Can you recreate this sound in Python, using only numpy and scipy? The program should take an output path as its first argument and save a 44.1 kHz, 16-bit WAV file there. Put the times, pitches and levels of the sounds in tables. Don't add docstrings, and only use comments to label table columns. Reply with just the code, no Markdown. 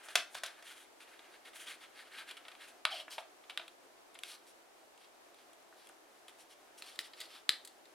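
import sys
import numpy as np
from scipy import signal
from scipy.fft import rfft, irfft, next_fast_len
from scipy.io import wavfile
from scipy.ndimage import uniform_filter1d

SR = 44100
rng = np.random.default_rng(int(sys.argv[2]) if len(sys.argv) > 2 else 0)


def wrap_up_sound(samples):
    columns = np.atleast_2d(samples).T
    tamed = np.clip(columns, -1, 1)
    steps = np.round(tamed * 32767).astype(np.int16)
    wavfile.write(sys.argv[1], SR, steps)


N = 350154
TIME = np.arange(N) / SR


def undb(db):
    return 10 ** (np.asarray(db) / 20)


def unit(x):
    return x / np.sqrt(np.sum(x ** 2))


def steady(x):
    return x / np.std(x)


def curve(points, hz):
    point_hz, db = np.transpose(points)
    return np.interp(np.log(np.maximum(hz, 1)), np.log(point_hz), db)


def bins(size):
    return np.arange(size // 2 + 1) * SR / size


def colour(x, points):
    size = next_fast_len(len(x), real=True)
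    gain = undb(curve(points, bins(size)))
    return irfft(rfft(x, size) * gain, size)[:len(x)]


def causal(gain):
    cepstrum = irfft(np.log(gain + 1e-9))
    half = len(cepstrum) // 2
    cepstrum[1:half] *= 2
    cepstrum[half + 1:] = 0
    return np.exp(rfft(cepstrum))


def even(x, span_hz):
    spectrum = rfft(x)
    power = uniform_filter1d(abs(spectrum) ** 2, max(int(span_hz * len(x) / SR), 3))
    return irfft(spectrum * causal(np.sqrt(power.mean() / power)))


def walk(rate_hz):
    levels = rng.standard_normal(4096)
    line = np.interp(TIME * rate_hz, np.arange(len(levels)), levels)
    return steady(uniform_filter1d(line, int(SR / rate_hz / 2)))


def narrow(hz, width_hz):
    phase = 2 * np.pi * np.cumsum(hz * np.ones(N)) / SR
    return walk(width_hz) * np.cos(phase) + walk(width_hz) * np.sin(phase)


def add(track, start_s, sound):
    i = int(start_s * SR)
    track[i:i + len(sound)] += sound[:N - i]


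def band_db(gain, hz, low_hz, high_hz):
    return 10 * np.log10(np.mean(gain ** 2 * ((hz > low_hz) & (hz < high_hz))))


def sheet(push, start_s, panel_hz, edge_db, panel_db, body_offset_db, panel_width=.1):
    # frequency in Hz, gain in dB.
    loose = [(100, -22), (170, -30), (290, -27), (400, -6), (490, -9), (620, -0.5), (740, 5), (880, -6),
             (1020, -1.5), (1400, -5), (1660, 2.5), (2150, -4), (2460, -1), (3200, -3.5), (3500, 4),
             (3950, -4), (5200, -4.5), (7000, -12), (10500, -14), (12500, -22), (15000, -29)]
    raised = [(60, -52), (150, -41), (450, -25.5), (670, 3), (950, -7), (1260, -3.5), (1500, -7.5),
              (1900, -6.5), (2250, -1.5), (2700, -4), (3300, 0), (3900, -4), (4300, -8), (5100, -12),
              (6200, -23.5), (8500, -17.5), (10500, -18), (15500, -40)]
    tight = [(60, -40), (130, -20), (330, -16), (900, -22), (1100, -15), (1300, -5.5), (1500, -11.5),
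             (1750, -2), (1940, 3.5), (2250, -7), (2900, -4), (3400, -0.5), (4300, 0.5), (4900, -1),
             (5700, -19.5), (7800, -13), (11000, -17), (15500, -30)]
    raised_from_s, tight_from_s = 1.0, 6.7

    if start_s < raised_from_s:
        shape, stage_db = loose, 3
    elif start_s < tight_from_s:
        shape, stage_db = raised, 0
    else:
        shape, stage_db = tight, -2.5

    typical_panel_hz, tilt_db_per_octave = 2790, 2
    hz, spectrum = bins(len(push)), rfft(push)
    octaves = np.log2(np.clip(hz, 1000, 6000) / 1000)
    tilt_db = tilt_db_per_octave * np.log2(panel_hz / typical_panel_hz) * octaves
    resonance_db = panel_db / (1 + ((hz / panel_hz - 1) / panel_width) ** 2)
    gain = undb(curve(shape, hz) + tilt_db + resonance_db)

    body_db = -3 + stage_db + body_offset_db - 8.5 * np.log2(panel_hz / 1000)

    pushed = gain * abs(spectrum)
    body = band_db(pushed, hz, 400, 1000)
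    middle = band_db(pushed, hz, 1000, 6000)
    edge = band_db(pushed, hz, 6000, 15000)
    balance = [(200, -middle), (580, body_db - body), (850, body_db - body),
               (1120, -middle), (5000, -middle), (6500, edge_db - edge)]
    return irfft(spectrum * causal(gain * undb(curve(balance, hz))))


def snaps(flutter_db=-6.0, flutter_per_db=-0.3, flutter_s=0.0021, flutter_rise_s=0.00046,
          lead_in_db=-21, lead_in_s=0.001, lead_s=.005, size=2048):
    # jump time in seconds, level in dB, panel resonance in Hz, edge level in dB re middle band.
    snap_rows = [(1.193, -29.5, 2630, -16), (2.8529, 0, 2280, -17), (2.856, -15.5, 1300, -28),
                 (3.5753, -9, 3250, -16.5), (3.68, -26.5, 3210, -10), (4.1897, -27, 3250, -3.5),
                 (4.2352, -16, 3080, -9), (4.977, -40, 3400, -4), (5.344, -39, 2400, -5),
                 (5.532, -40.5, 3000, 0), (5.8712, -35.5, 1980, -2), (6.8229, -20.5, 2630, -11),
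                 (6.9908, -10, 2600, -11.5), (7.4928, 2.5, 3700, -12), (7.8555, -37, 1340, -10)]
    out, jump = np.zeros(N), int(lead_s * SR)
    t = (np.arange(size) - jump) / SR
    after = np.maximum(t, 0)
    lead_in_shape = (t < 0) * np.exp(-abs(t) / lead_in_s)
    flutter_shape = np.exp(-after / flutter_s) * (1 - np.exp(-after / flutter_rise_s))
    for jump_s, db, panel_hz, edge_db in snap_rows:
        noise = rng.standard_normal(size)
        push = undb(lead_in_db) * unit(noise * lead_in_shape)
        push += undb(flutter_db + flutter_per_db * db) * unit(noise * flutter_shape)
        push[jump] += 1
        snap = sheet(push, jump_s, panel_hz, edge_db, panel_db=4, body_offset_db=-5)
        add(out, jump_s - lead_s, undb(db) * snap)
    return out


def flicks(contact_s=0.0047, contact_s_per_db=-.00005, rise_s=0.00045, scatter_db=3, size=4096):
    # start in seconds, level in dB, panel resonance in Hz, edge level in dB re middle band.
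    flick_rows = [(0.0853, -23.5, 1530, -10), (0.1545, 2.5, 2450, -8), (0.3455, -24.5, 3400, -3),
                  (0.3505, -17, 1400, -9.5), (0.4345, -12.5, 1760, -6), (0.3825, -26, 4400, -9),
                  (0.461, -19.5, 3830, -6), (0.6241, -31, 2200, -8), (1.533, -32, 1900, -14),
                  (2.185, -25, 2900, -13), (2.289, -27.5, 2890, -10), (2.3105, -21.5, 3250, -9.5),
                  (2.3681, -25.5, 2890, -12), (2.3738, -26.5, 2890, -12), (2.4511, -27.5, 2000, -24),
                  (2.4817, -23, 2100, -13), (2.5154, -28, 1890, -15), (2.5504, -31.5, 2400, -17),
                  (2.8675, -16.5, 1300, -28), (3.181, -15.5, 690, -25), (3.438, -35, 2300, -24),
                  (3.4968, -19, 2400, -17), (3.504, -23.5, 2900, -15), (3.5948, -20, 1260, -29),
                  (3.612, -29, 1400, -28), (4.143, -38.5, 3800, 1.5), (4.1522, -27.5, 2000, -20),
                  (5.889, -36.5, 2600, 1), (6.2805, -27.5, 3230, -7.5), (6.293, -34, 1900, -5),
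                  (6.955, -32.5, 3500, -6), (7.1336, -27, 2700, -19), (7.2029, -21.5, 3680, -2.5),
                  (7.2113, -17.5, 3340, -11), (7.6492, -28, 4290, 2), (7.6738, -29.5, 3570, -0.5)]
    out, t = np.zeros(N), np.arange(size) / SR
    for start_s, db, panel_hz, edge_db in flick_rows:
        contacts = rng.standard_normal(size) * undb(scatter_db * rng.standard_normal(size))
        settle_s = max(contact_s + contact_s_per_db * db, rise_s)
        envelope = np.exp(-(t / settle_s) ** 1.35) * (1 - np.exp(-t / rise_s))
        push = even(contacts * envelope, span_hz=600)
        flick = sheet(push, start_s, panel_hz, edge_db, panel_db=4, body_offset_db=-1)
        add(out, start_s, undb(db) * flick)
    return out


def pads(contact_s=.003, order=6, size=2048):
    # start in seconds, level in dB, frequency in Hz above which the pat is muffled.
    pad_rows = [(3.0806, -23, 2700), (5.7262, -32.5, 1750), (5.896, -34, 1600)]
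    # frequency in Hz, gain in dB.
    flat_sheet = [(100, -32), (320, -7), (1300, -1.5), (1630, 5), (1900, -1.5)]
    out, t, hz = np.zeros(N), np.arange(size) / SR, bins(size)
    for start_s, db, muffle_hz in pad_rows:
        push = even(rng.standard_normal(size) * np.exp(-t / contact_s), span_hz=400)
        gain = undb(curve(flat_sheet, hz)) / np.hypot(1, (hz / muffle_hz) ** order)
        add(out, start_s, undb(db) * unit(irfft(rfft(push) * causal(gain))))
    return out


def stroke(t, start_s, length_s, rise_share, sharpness=0.84):
    fastest_s = start_s + length_s * np.clip(rise_share, .05, .95)
    ramp = np.interp(t, [start_s, fastest_s, start_s + length_s], [0, 1, 0])
    return np.sin(np.pi / 2 * ramp) ** sharpness


def crinkles(low_hz=1000, high_hz=4900, ring_s=.0009, spread_db=2.2, count=6000, size=512):
    out, t = np.zeros(N), np.arange(size) / SR
    for when, pitch, chance in rng.random((count, 3)):
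        strength = undb(spread_db * min(-np.log(chance), 3))
        hz = low_hz + (high_hz - low_hz) * pitch
        add(out, when * TIME[-1], strength * np.exp(-t / ring_s) * np.sin(2 * np.pi * hz * t))
    return steady(out)


def fibres(catches_per_s=12000, spread_db=1.5, crinkle_db=-7):
    size = rng.choice([-1, 1], N) * undb(spread_db * np.minimum(rng.exponential(size=N), 4))
    catches = (rng.random(N) < catches_per_s / SR) * size
    return steady(steady(catches) + undb(crinkle_db) * crinkles())


def rubbed(drive, shape):
    # frequency in Hz, width in Hz, peak in dB.
    sheet_modes = [(1320, 90, 5.5), (1630, 150, 5), (2230, 110, 3), (2560, 120, 4), (2880, 100, 4),
                   (3230, 110, 4), (3870, 87, 1)]
    grid_hz = np.geomspace(50, SR / 2, 1024)
    ringing_db = sum(db / (1 + (2 * (grid_hz - hz) / width_hz) ** 2) for hz, width_hz, db in sheet_modes)
    sound = colour(drive, np.column_stack([grid_hz, curve(shape, grid_hz) + ringing_db]))
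    body = colour(sound, [(5100, 0), (7000, -30)])
    return steady(body), steady(sound - body)


def panel(x, panel_hz, boost_db=4, width=.09):
    hz = bins(1024)[1:]
    resonance_db = boost_db / (1 + ((hz / panel_hz - 1) / width) ** 2)
    return steady(colour(x, np.column_stack([hz, resonance_db])))


def rubs(level_db=-.6, hiss_offset_db=-0.17, judder_db=1.6, judder_hz=70,
         shift_db=2.5, shift_hz=14, shift_treble_db=-6, shift_hiss_db=-14):
    # start in seconds, length in seconds, share of it spent gathering speed (0-1),
    # level in dB before level_db, hiss in dB re body before hiss_offset_db, panel resonance in Hz.
    rub_rows = [(0.025, 0.065, 0.54, -62.5, 2, 1580), (0.08, 0.072, 0.34, -53, -6.5, 1580),
                (0.161, 0.059, 0.2, -41.5, -15, 3500), (0.295, .06, .8, -63, 1, 3400),
                (0.35, 0.043, .6, -49, -8, 4400), (0.435, 0.061, 0.3, -46, -13, 3860),
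                (0.635, .125, 0.4, -54, -5.5, 3250), (0.74, 0.12, .4, -60, -1.5, 3430),
                (0.999, 0.054, 0.2, -56, -8.5, 2650), (1.07, 0.12, 0.26, -63, -10, 1670),
                (1.191, 0.12, .5, -64.5, -13, 2170), (1.299, 0.077, .5, -59.5, -12, 1710),
                (1.447, .06, 0.23, -54, -8.5, 1910), (1.535, 0.061, 0.48, -54.5, -2, 3150),
                (1.58, 0.078, .5, -52, -4.5, 3150), (1.655, .11, 0.31, -47.5, -7.5, 3370),
                (1.8, 0.073, 0.34, -54.5, -11.5, 3270), (1.93, .11, .7, -54.5, -10.5, 1620),
                (2.031, .07, .5, -61.5, -13, 1300), (2.1, .1, .55, -52.5, -13, 1620),
                (2.165, 0.076, 0.4, -48, -11.5, 1590), (2.265, 0.063, 0.52, -50, -11, 2640),
                (2.585, .1, 0.48, -54.5, -11, 1630), (2.669, .05, .45, -59, -2.5, 2600),
                (2.9, 0.083, 0.3, -44, -12.5, 3150), (2.95, 0.088, .35, -49.5, -11, 3050),
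                (3.099, 0.08, .25, -51, -3.5, 3250), (3.17, 0.052, 0.36, -60.5, -1.5, 3270),
                (4.225, 0.12, 0.47, -53.5, -4, 3110), (4.275, 0.094, 0.45, -54.5, -2.5, 4020),
                (4.465, .06, .1, -64.5, 2, 3890), (4.985, .085, .65, -64, -7, 3180),
                (5.339, .11, .5, -68, -8, 3300), (5.729, 0.16, 0.67, -65.5, -5, 1620),
                (6.38, 0.063, .45, -64.5, -0.5, 2650), (6.486, .06, 0.67, -62, -2, 3220),
                (6.773, 0.042, .3, -59, 0.5, 3310), (6.809, .17, 0.37, -56.5, -6.5, 3230),
                (6.992, .03, .3, -53, 0, 3700), (7.02, .07, 0.45, -56.5, -5.5, 3260),
                (7.156, 0.12, 0.48, -55, -8.5, 3500), (7.28, 0.14, .45, -56, -10, 3280)]
    # frequency in Hz, gain in dB.
    slack_colour = [(80, -48), (250, -19), (700, -9), (1100, -8), (1500, -4), (1950, -2), (2500, -4),
                    (3600, -4), (4600, -8), (5800, -14), (7500, -14.5), (9800, -10), (12500, -20.5),
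                    (15500, -30)]
    taut_colour = [(80, -48), (250, -22), (900, -6.5), (1500, -8.5), (2200, -5.5), (3300, -3), (4700, -3),
                   (5500, -4), (6600, -13), (9500, -7.5), (12500, -16), (15500, -27)]
    # time in seconds, level in dB.
    shift_rows = [(0, -62), (.28, -68.5), (.53, -61.5), (.9, -76), (1.15, -66), (1.4, -72), (2.6, -66.5),
                  (2.8, -74)]
    taut_from_s = 2.85

    out, drive = np.zeros(N), fibres() * undb(judder_db * walk(judder_hz))
    slack, taut = rubbed(drive, slack_colour), rubbed(drive, taut_colour)
    for start_s, length_s, rise_share, db, hiss_db, panel_hz in rub_rows:
        span = slice(max(int(start_s * SR), 0), int((start_s + length_s) * SR))
        speed = stroke(TIME[span], start_s, length_s, rise_share)
        first = rng.integers(N - SR)
        patch = slice(first, first + len(speed))
        body, hiss = slack if start_s < taut_from_s else taut
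        friction = panel(body[patch], panel_hz) + undb(hiss_db + hiss_offset_db) * hiss[patch]
        out[span] += undb(db + level_db) * speed * friction

    shift_s, db = np.transpose(shift_rows)
    shifting = np.interp(TIME, shift_s, undb(db), right=0) * undb(shift_db * walk(shift_hz))
    slack_body, slack_hiss = slack
    soft = colour(slack_body, [(1800, 0), (4500, shift_treble_db)])
    return out + shifting * (soft + undb(shift_hiss_db) * slack_hiss)


def chatters(width_hz=720, rise_share=0.54):
    # start in seconds, length in seconds, level in dB, pitch in Hz.
    chatter_rows = [(2.911, 0.028, -43.5, 3130), (2.963, .02, -47.5, 3060), (2.988, .024, -48.5, 3040)]
    out = np.zeros(N)
    for start_s, length_s, db, hz in chatter_rows:
        out += undb(db) * stroke(TIME, start_s, length_s, rise_share) * narrow(hz, width_hz)
    return out


def pocket(start_s=2.903, length_s=.13, shut_hz=900, open_hz=650, opening_s=0.0249,
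           level_db=-47, attack_s=0.025, fade_db_per_s=-160, width_hz=190):
    age_s = np.maximum(TIME - start_s, 0)
    attack = np.minimum(age_s / attack_s, 1)
    fade = undb(level_db + fade_db_per_s * np.maximum(age_s - attack_s, 0))
    hz = open_hz + (shut_hz - open_hz) * np.exp(-age_s / opening_s)
    return attack * fade * (age_s < length_s) * narrow(hz, width_hz)


def stereo(mid, side, left_db):
    return np.array([mid + side, mid - side]) * undb(np.array([[left_db], [-left_db]]) / 2)


def room(x, send, bounce_s=.0033, bounce_db=-13, wall_s=.0126, wall_db=-20, wet_db=-8.0,
         t60_s=0.26, treble_t60_s=0.21, treble_db=-1, gap_s=0.0052, size=16384):
    # frequency in Hz, gain in dB.
    direct_side = [(700, 5), (2200, -14), (4400, -12), (8000, -11.5), (15000, -9)]
    room_side = [(100, 5), (400, -5), (700, -10), (1300, -12), (4400, -8), (8000, -2.5), (15000, -4)]
    # frequency in Hz, gain in dB.
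    room_colour = [(300, 0), (600, 2), (1400, 3.5), (2500, -.5), (5000, 0.5), (9000, -2.5), (15000, -4)]
    t = np.arange(size) / SR
    tails = []
    for noise in rng.standard_normal((2, size)):
        low = colour(noise, [(4000, -1), (9000, -20)])
        treble = undb(treble_db) * (noise - low)
        fading = low * undb(-60 * t / t60_s) + treble * undb(-60 * t / treble_t60_s)
        onset = np.clip(t / gap_s - .5, 0, 1)
        tails.append(undb(wet_db) * unit(even(fading * onset, span_hz=111)))
    mid_tail, side_tail = tails
    mid = x + signal.fftconvolve(send, colour(mid_tail, room_colour))[:N]
    add(mid, bounce_s, undb(bounce_db) * x)
    add(mid, wall_s, undb(wall_db) * x)
    side = signal.fftconvolve(send, colour(side_tail, room_side))[:N] + colour(np.gradient(x), direct_side)
    return stereo(mid, side, left_db=.7)


def background(air_db=-64, level_db=0.55, waver_db=.3, waver_hz=3.98, flicker_db=0.57, flicker_hz=18):
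    # frequency in Hz, relative density in dB per Hz.
    air = [(30, -23), (110, -23.5), (190, -19.5), (260, -7.5), (340, -1), (480, -3.5), (720, 0),
           (900, -4.5), (1200, -7), (2400, -12.5), (5000, -17), (10000, -20), (14500, -26), (16000, -34)]
    # frequency in Hz, side minus mid in dB.
    air_side = [(60, 8.5), (110, 8.5), (200, 0), (380, -2.5), (700, -2), (1300, 0), (15000, -1.5)]
    mid, side = (steady(colour(noise, air)) * undb(air_db + flicker_db * walk(flicker_hz))
                 for noise in rng.standard_normal((2, N)))
    waver = undb(level_db + waver_db * walk(waver_hz))
    return stereo(mid, colour(side, air_side), left_db=0.6) * waver


def scene(snap_room_db=-2.5, rub_room_db=-2):
    buckling = snaps()
    flicking = flicks() + pads()
    rubbing = rubs() + chatters() + pocket()
    send = undb(snap_room_db) * buckling + flicking + undb(rub_room_db) * rubbing
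    return room(buckling + flicking + rubbing, send) + background()


def record(dry, top_hz=15900):
    return signal.sosfilt(signal.ellip(8, .2, 70, top_hz, fs=SR, output="sos"), dry)


dry = scene()
out = record(dry)
wrap_up_sound(out)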